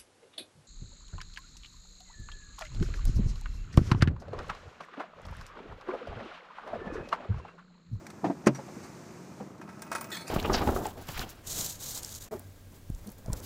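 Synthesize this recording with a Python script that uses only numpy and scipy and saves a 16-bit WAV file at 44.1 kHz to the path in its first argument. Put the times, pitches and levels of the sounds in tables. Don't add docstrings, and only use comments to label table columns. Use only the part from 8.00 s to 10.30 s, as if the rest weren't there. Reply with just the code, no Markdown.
import sys
import numpy as np
from scipy import signal
from scipy.fft import rfft, irfft, next_fast_len
from scipy.io import wavfile

SR = 44100
rng = np.random.default_rng(int(sys.argv[2]) if len(sys.argv) > 2 else 0)


def unload_wav(signal):
    wavfile.write(
        sys.argv[1],
        SR,
        np.round(np.clip(np.atleast_2d(signal).T, -1, 1) * 32767).astype(np.int16),
    )


N = 101430
T = np.arange(SR // 2) / SR

# [f/Hz, level/dB, t60/s]
BASKET_MODES = [(662, -8, .16), (765, -14, .08), (910, -6, .14), (1085, -9, .08), (1312, -1, .085),
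                (1440, -9, .05), (1595, -5, .08), (1960, -10, .06), (2202, -11, .09), (2510, -11, .11)]
# [f/Hz, level per Hz/dB, t60/s]
METAL_SNAP = [(1500, -28, 0.016), (3200, -20, 0.019), (5240, 7, 0.022), (8100, -2, 0.068),
              (10160, 1.5, .035), (12100, -21, 0.044), (15600, 1.5, 0.035)]


def amp(db):
    return 10 ** (np.asarray(db) / 20)


def unit(x):
    return x / np.sqrt(np.mean(x ** 2) + 1e-20)


def along(hz, points_hz, values):
    return np.interp(np.log(hz + 1), np.log(np.asarray(points_hz) + 1), values)


def colour(x, spectrum):
    hz = np.fft.rfftfreq(len(x), 1 / SR)
    points_hz, levels_db = np.transpose(spectrum)[:2]
    gain = amp(along(hz, points_hz, levels_db))
    return irfft(rfft(x) * gain, len(x))


def noise(spectrum, size):
    return unit(colour(rng.standard_normal(size), spectrum))


def fade(t60):
    return np.exp(-np.log(1000) * T / t60)


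def rise(seconds):
    return 1 - np.exp(-T / seconds)


def ring(modes, scatter_db, spread_s=0, pitch=1):
    out = np.zeros(len(T))
    for hz, db, t60 in modes:
        t = np.maximum(T - spread_s * rng.random(), 0)
        strength = amp(db + scatter_db * rng.standard_normal())
        out += strength * fade(t60) * np.sin(2 * np.pi * pitch * hz * t)
    return out


def burst(bands):
    centres, _, t60s = np.transpose(bands)
    hz = np.fft.rfftfreq(len(T), 1 / SR)
    spectrum = rfft(noise(bands, len(T)))
    out = np.zeros(len(T))
    for pick, t60 in zip(np.eye(len(bands)), t60s):
        band = irfft(spectrum * along(hz, centres, pick), len(T))
        out += band * fade(t60)
    return out


def hail(per_s, size):
    happens = rng.random(size) < per_s / SR
    strength = amp(2.5 * rng.standard_normal(size))
    return happens * strength * rng.choice([-1, 1], size)


def add(track, s, sound):
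    start = max(round(s * SR), 0)
    part = track[start:][:len(sound)]
    part += sound[:len(part)]


def basket():
    # [t/s, basket level/dB, snap level/dB, coin ring level/dB, coin pitch ratio]
    hits = [(1.6136, -43, -56, -70, 0.8), (1.6764, -51, -67, -75, 0.92), (1.6889, -44, -72.5, -79, 1.1),
            (1.8206, -39, -36, -49, 1.03), (1.8655, -49, -64, -60, 1.02), (1.9159, -30.5, -38, -47, 0.98),
            (1.928, -36, -37, -50, 0.92), (1.9508, -28, -35, -36.5, 1.1), (1.9595, -43, -41, -42, 1.05),
            (1.982, -41, -45, -54, 1.2), (2.0107, -37, -37, -37, 1.02), (2.0431, -40.5, -42.5, -51, 0.85),
            (2.104, -44, -44, -50, 0.94), (2.2791, -42, -39.5, -47, 0.83)]
    # [f/Hz, level per Hz/dB, t60/s]
    basket_rattle = [(200, -24, 0.045), (710, 2, 0.082), (1400, 3.5, 0.072), (2420, -8, 0.11),
                     (3100, -13, 0.087), (5600, -16, 0.17), (12000, -32.5, 0.24)]
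    # [f/Hz, level/dB, t60/s]
    coin_modes = [(8650, -6, .06), (9000, -4, .05), (9800, -10, .04), (14000, -10, .04), (14600, -12, .25),
                  (14750, -5, .05)]
    tones_db, rattle_db = -2, -2.5
    out = np.zeros(N)
    for s, basket_db, snap_db, coin_db, pitch in hits:
        tones = ring(BASKET_MODES, scatter_db=1.6, spread_s=0.000957)
        wall = amp(tones_db) * tones + amp(rattle_db) * burst(basket_rattle)
        clatter = amp(basket_db) * rise(0.00051) * wall
        snap = amp(snap_db) * burst(METAL_SNAP)
        coin = amp(coin_db) * ring(coin_modes, scatter_db=2, pitch=pitch)
        add(out, s, clatter + snap + coin)
    return out


def rolling():
    # [t/s, level/dB]
    roll_levels = [(1.6, -77), (1.7, -57), (1.8, -60.5), (1.97, -52), (2.08, -53), (2.2, -52), (2.3, -59)]
    bumps_per_s, sizzle_db = 500, -8.5
    bumps = hail(bumps_per_s, N)
    wall_ring = ring(BASKET_MODES, scatter_db=0) * fade(0.13)
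    wall = unit(signal.fftconvolve(bumps, wall_ring)[:N])
    sizzle = amp(sizzle_db) * unit(colour(bumps, METAL_SNAP))
    level_db = np.interp(np.arange(N) / SR, *np.transpose(roll_levels), left=-np.inf)
    return amp(level_db) * (wall + sizzle)


def skitter():
    # [t/s, scrape level/dB, rise/s, scrape t60/s, ring level/dB, scrape pitch ratio]
    strokes = [(2.115, -33.5, 0.0045, 0.14, -38, 1.02), (2.143, -38, 0.0018, 0.16, -70, 0.93),
               (2.164, -37, 0.0019, 0.098, -46, 1.18), (2.204, -44, 0.0031, 0.2, -68, 1.2),
               (2.264, -42, 0.011, 0.35, -63, 1.35)]
    # [f/Hz, level/dB, t60/s]
    scrape_modes = [(1920, 2.5, 0.018), (3620, 4, 0.0088), (4270, -2.5, 0.0085), (5240, -1.5, 0.0063),
                    (6800, 4, 0.0037), (7940, -5, 0.0043), (13800, -2, .005)]
    # [f/Hz, level/dB, t60/s]
    throat_modes = [(1820, -6, .25), (1935, -5, .12), (2507, -10, .4), (3458, 0, .22), (3682, -4, .21),
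                    (3955, -10, .3), (3992, -9, .3), (4378, -7, .45), (5190, -12, .17), (6681, -14, .22),
                    (7165, -14, .3), (7784, -17, .4), (8231, -15, .2), (8926, -15, .19), (10180, -19, .28),
                    (14690, -11, .45)]
    contacts_per_s = 2000
    out = np.zeros(N)
    for s, scrape_db, rise_s, t60, ring_db, pitch in strokes:
        contacts = hail(contacts_per_s, len(T))
        rim = ring(scrape_modes, scatter_db=0, pitch=pitch)
        rubbing = unit(signal.fftconvolve(contacts, rim)[:len(T)])
        scrape = amp(scrape_db) * fade(t60) * rubbing
        ringing = amp(ring_db) * ring(throat_modes, scatter_db=0.59, spread_s=0.001034)
        add(out, s, rise(rise_s) * (scrape + ringing))
    return out


def clicks():
    # [t/s, level/dB, rise/s, t60/s, chink level/dB]
    coin_clicks = [(0.0664, -39, 0.00041, 0.034, -22), (0.1013, -42, 0.00056, 0.045, -28),
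                   (0.461, -30, 0.0037, 0.048, -11), (0.5464, -42, 0.0033, 0.14, -1),
                   (0.827, -40, 0.018, 0.14, -20), (1.386, -57, .008, .09, -12),
                   (1.58, -56, .0005, 0.05, -17), (1.7935, -47, 0.00038, 0.023, -25)]
    # [f/Hz, level per Hz/dB]
    click_colour = [(200, -18), (1000, 7), (2200, 4), (3200, -11), (4500, -0.5), (5200, -6), (5850, 0),
                    (6600, -4), (8300, -6.5), (10000, -15), (15000, -18)]
    # [f/Hz, level/dB, t60/s]
    chink_modes = [(5730, -2, 0.35), (5800, 4, .2), (7350, -9, .2)]
    out = np.zeros(N)
    for s, db, rise_s, t60, chink_db in coin_clicks:
        rub = noise(click_colour, len(T))
        chink = amp(chink_db) * ring(chink_modes, scatter_db=1)
        add(out, s, amp(db) * rise(rise_s) * fade(t60) * (rub + chink))
    return out


def knock():
    # [f/Hz, level/dB, t60/s]
    panel_modes = [(220, -3, 0.085), (288, -1.5, 0.047), (355, -2.5, 0.065), (598, -11, 0.1),
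                   (842, -9, 0.038), (1006, -10, 0.03), (1266, -11.5, 0.047), (1570, -16, 0.053),
                   (1817, -13, 0.026), (2464, -23.5, 0.063)]
    # [f/Hz, level per Hz/dB, t60/s]
    crack_bands = [(60, -32, 0.2), (297, 11, 0.13), (490, 3.5, 0.09), (730, -8, 0.11), (1470, 1, 0.036),
                   (2700, -13.5, 0.074), (3700, -22.5, 0.07), (6300, -9.5, 0.042), (9340, -18, 0.032),
                   (12100, -30, 0.036), (15000, -33, .04)]
    # [f/Hz, level/dB, t60/s]
    boom_modes = [(133.6, -20.5, 0.304), (228.6, -27.5, 0.24), (276, -34, 0.29), (372, -32, 0.21),
                  (565, -32, 0.14)]
    knock_s, rebound_after_s, rebound_hz = 0.4685, 0.01854, 218
    out = np.zeros(N)
    panel = amp(-9) * rise(0.00056) * ring(panel_modes, scatter_db=0)
    crack = amp(-13) * rise(0.0026) * burst(crack_bands)
    boom = rise(0.015) * ring(boom_modes, scatter_db=0)
    add(out, knock_s, panel + crack + boom)
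    rebound = amp(-10.5) * rise(0.0021) * fade(0.031) * np.sin(2 * np.pi * rebound_hz * T)
    add(out, knock_s + rebound_after_s, rebound)
    return out


def clunks():
    # [t/s, level/dB, rise/s, rattle level/dB, ring pitch ratio]
    blows = [(0.233, -26, 0.0043, -22, 0.63), (0.2416, -27, 0.0024, 4.5, 1.13),
             (0.2476, -22.5, 0.0025, -9.5, 1.05), (.257, -35, 0.0025, 8, 1.35),
             (.266, -28, 0.0019, -11, 0.65), (.277, -36, 0.0031, -1, 0.99),
             (0.2987, -26, 0.0011, -7, 1.013), (0.3053, -35, 0.0023, -0.5, 1.18),
             (0.333, -42.5, 0.0018, -18, .85), (.436, -40, 0.021, 11, 0.76),
             (.585, -36, 0.0089, 5.5, 0.884), (0.679, -49, 0.0078, 14, 1.8),
             (0.766, -35.5, 0.0033, -20, .7), (0.887, -41.5, 0.0041, -16, 0.74),
             (1.4, -39, 0.0066, 5, 0.82), (1.405, -30.5, 0.0058, -10, .75)]
    # [f/Hz, level/dB, t60/s]
    trim_modes = [(191, -8, 0.13), (281.4, 5.5, 0.074), (334, -2, 0.054), (664, -5, 0.076),
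                  (751, -18, 0.089), (890, -17, 0.03), (1190, -20, 0.037), (1565, -17.5, .07),
                  (1850, -22, 0.071)]
    # [f/Hz, level per Hz/dB, t60/s]
    trim_rattle = [(150, -11, .06), (330, 1, 0.098), (470, -1.5, 0.15), (817, 11.5, 0.061),
                   (1400, -10.5, 0.078), (1980, -14.5, 0.12), (3300, -25, 0.11), (6640, -34, 0.24),
                   (14700, -52, 0.033)]
    out = np.zeros(N)
    for s, db, rise_s, rattle_db, pitch in blows:
        hollow = ring(trim_modes, scatter_db=2.5, pitch=pitch)
        rattle = amp(rattle_db) * burst(trim_rattle)
        add(out, s, amp(db) * rise(rise_s) * (hollow + rattle))
    return out


def background():
    # [f/Hz, level per Hz/dB]
    idle_colour = [(25, 0), (50, -2), (80, 1), (140, -3), (195, 0.5), (250, -6.5), (370, -4.5),
                   (450, -15.5), (560, -12.5), (760, -15.5), (1300, -18.5), (2400, -34.5), (3200, -37.5),
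                   (8000, -50)]
    # [t/s, level/dB]
    hiss_levels = [(0.0, -61.5), (0.502, -60.5), (0.652, -56), (0.778, -54.5), (1.296, -58), (1.408, -58.5),
                   (1.656, -69.5), (1.75, -62.5)]
    # [f/Hz, level per Hz/dB]
    hiss_colour = [(300, 14), (900, 4), (2400, 1.5), (3200, -8.5), (4500, -3.5), (6300, 0.5), (8300, -6),
                   (10500, -16), (15000, -16)]
    idle_db, firing_hz, throb_depth, hiss_lift_db = -45.5, 22.66, 0.15, 3.5
    t = np.arange(N) / SR
    throb = 1 + throb_depth * np.sin(2 * np.pi * firing_hz * t)
    idle = amp(idle_db) * unit(noise(idle_colour, N) * throb)
    hiss_db = hiss_lift_db + np.interp(t, *np.transpose(hiss_levels))
    return idle + amp(hiss_db) * noise(hiss_colour, N)


def scene():
    coins = basket() + rolling() + skitter() + clicks()
    cabin = knock() + clunks()
    return (coins + cabin + background())[None]


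def record(dry):
    low_cut_hz, top_hz = 128, 15400
    low_cut = signal.butter(N=3, Wn=low_cut_hz, btype="highpass", fs=SR, output="sos")
    thin = signal.sosfilt(low_cut, dry)
    size = next_fast_len(N + SR // 2)
    hz = np.fft.rfftfreq(size, 1 / SR)
    limited = rfft(thin, size) / (1 + (hz / top_hz) ** 160)
    return irfft(limited, size)[:, :N]


dry = scene()
out = record(dry)
unload_wav(out)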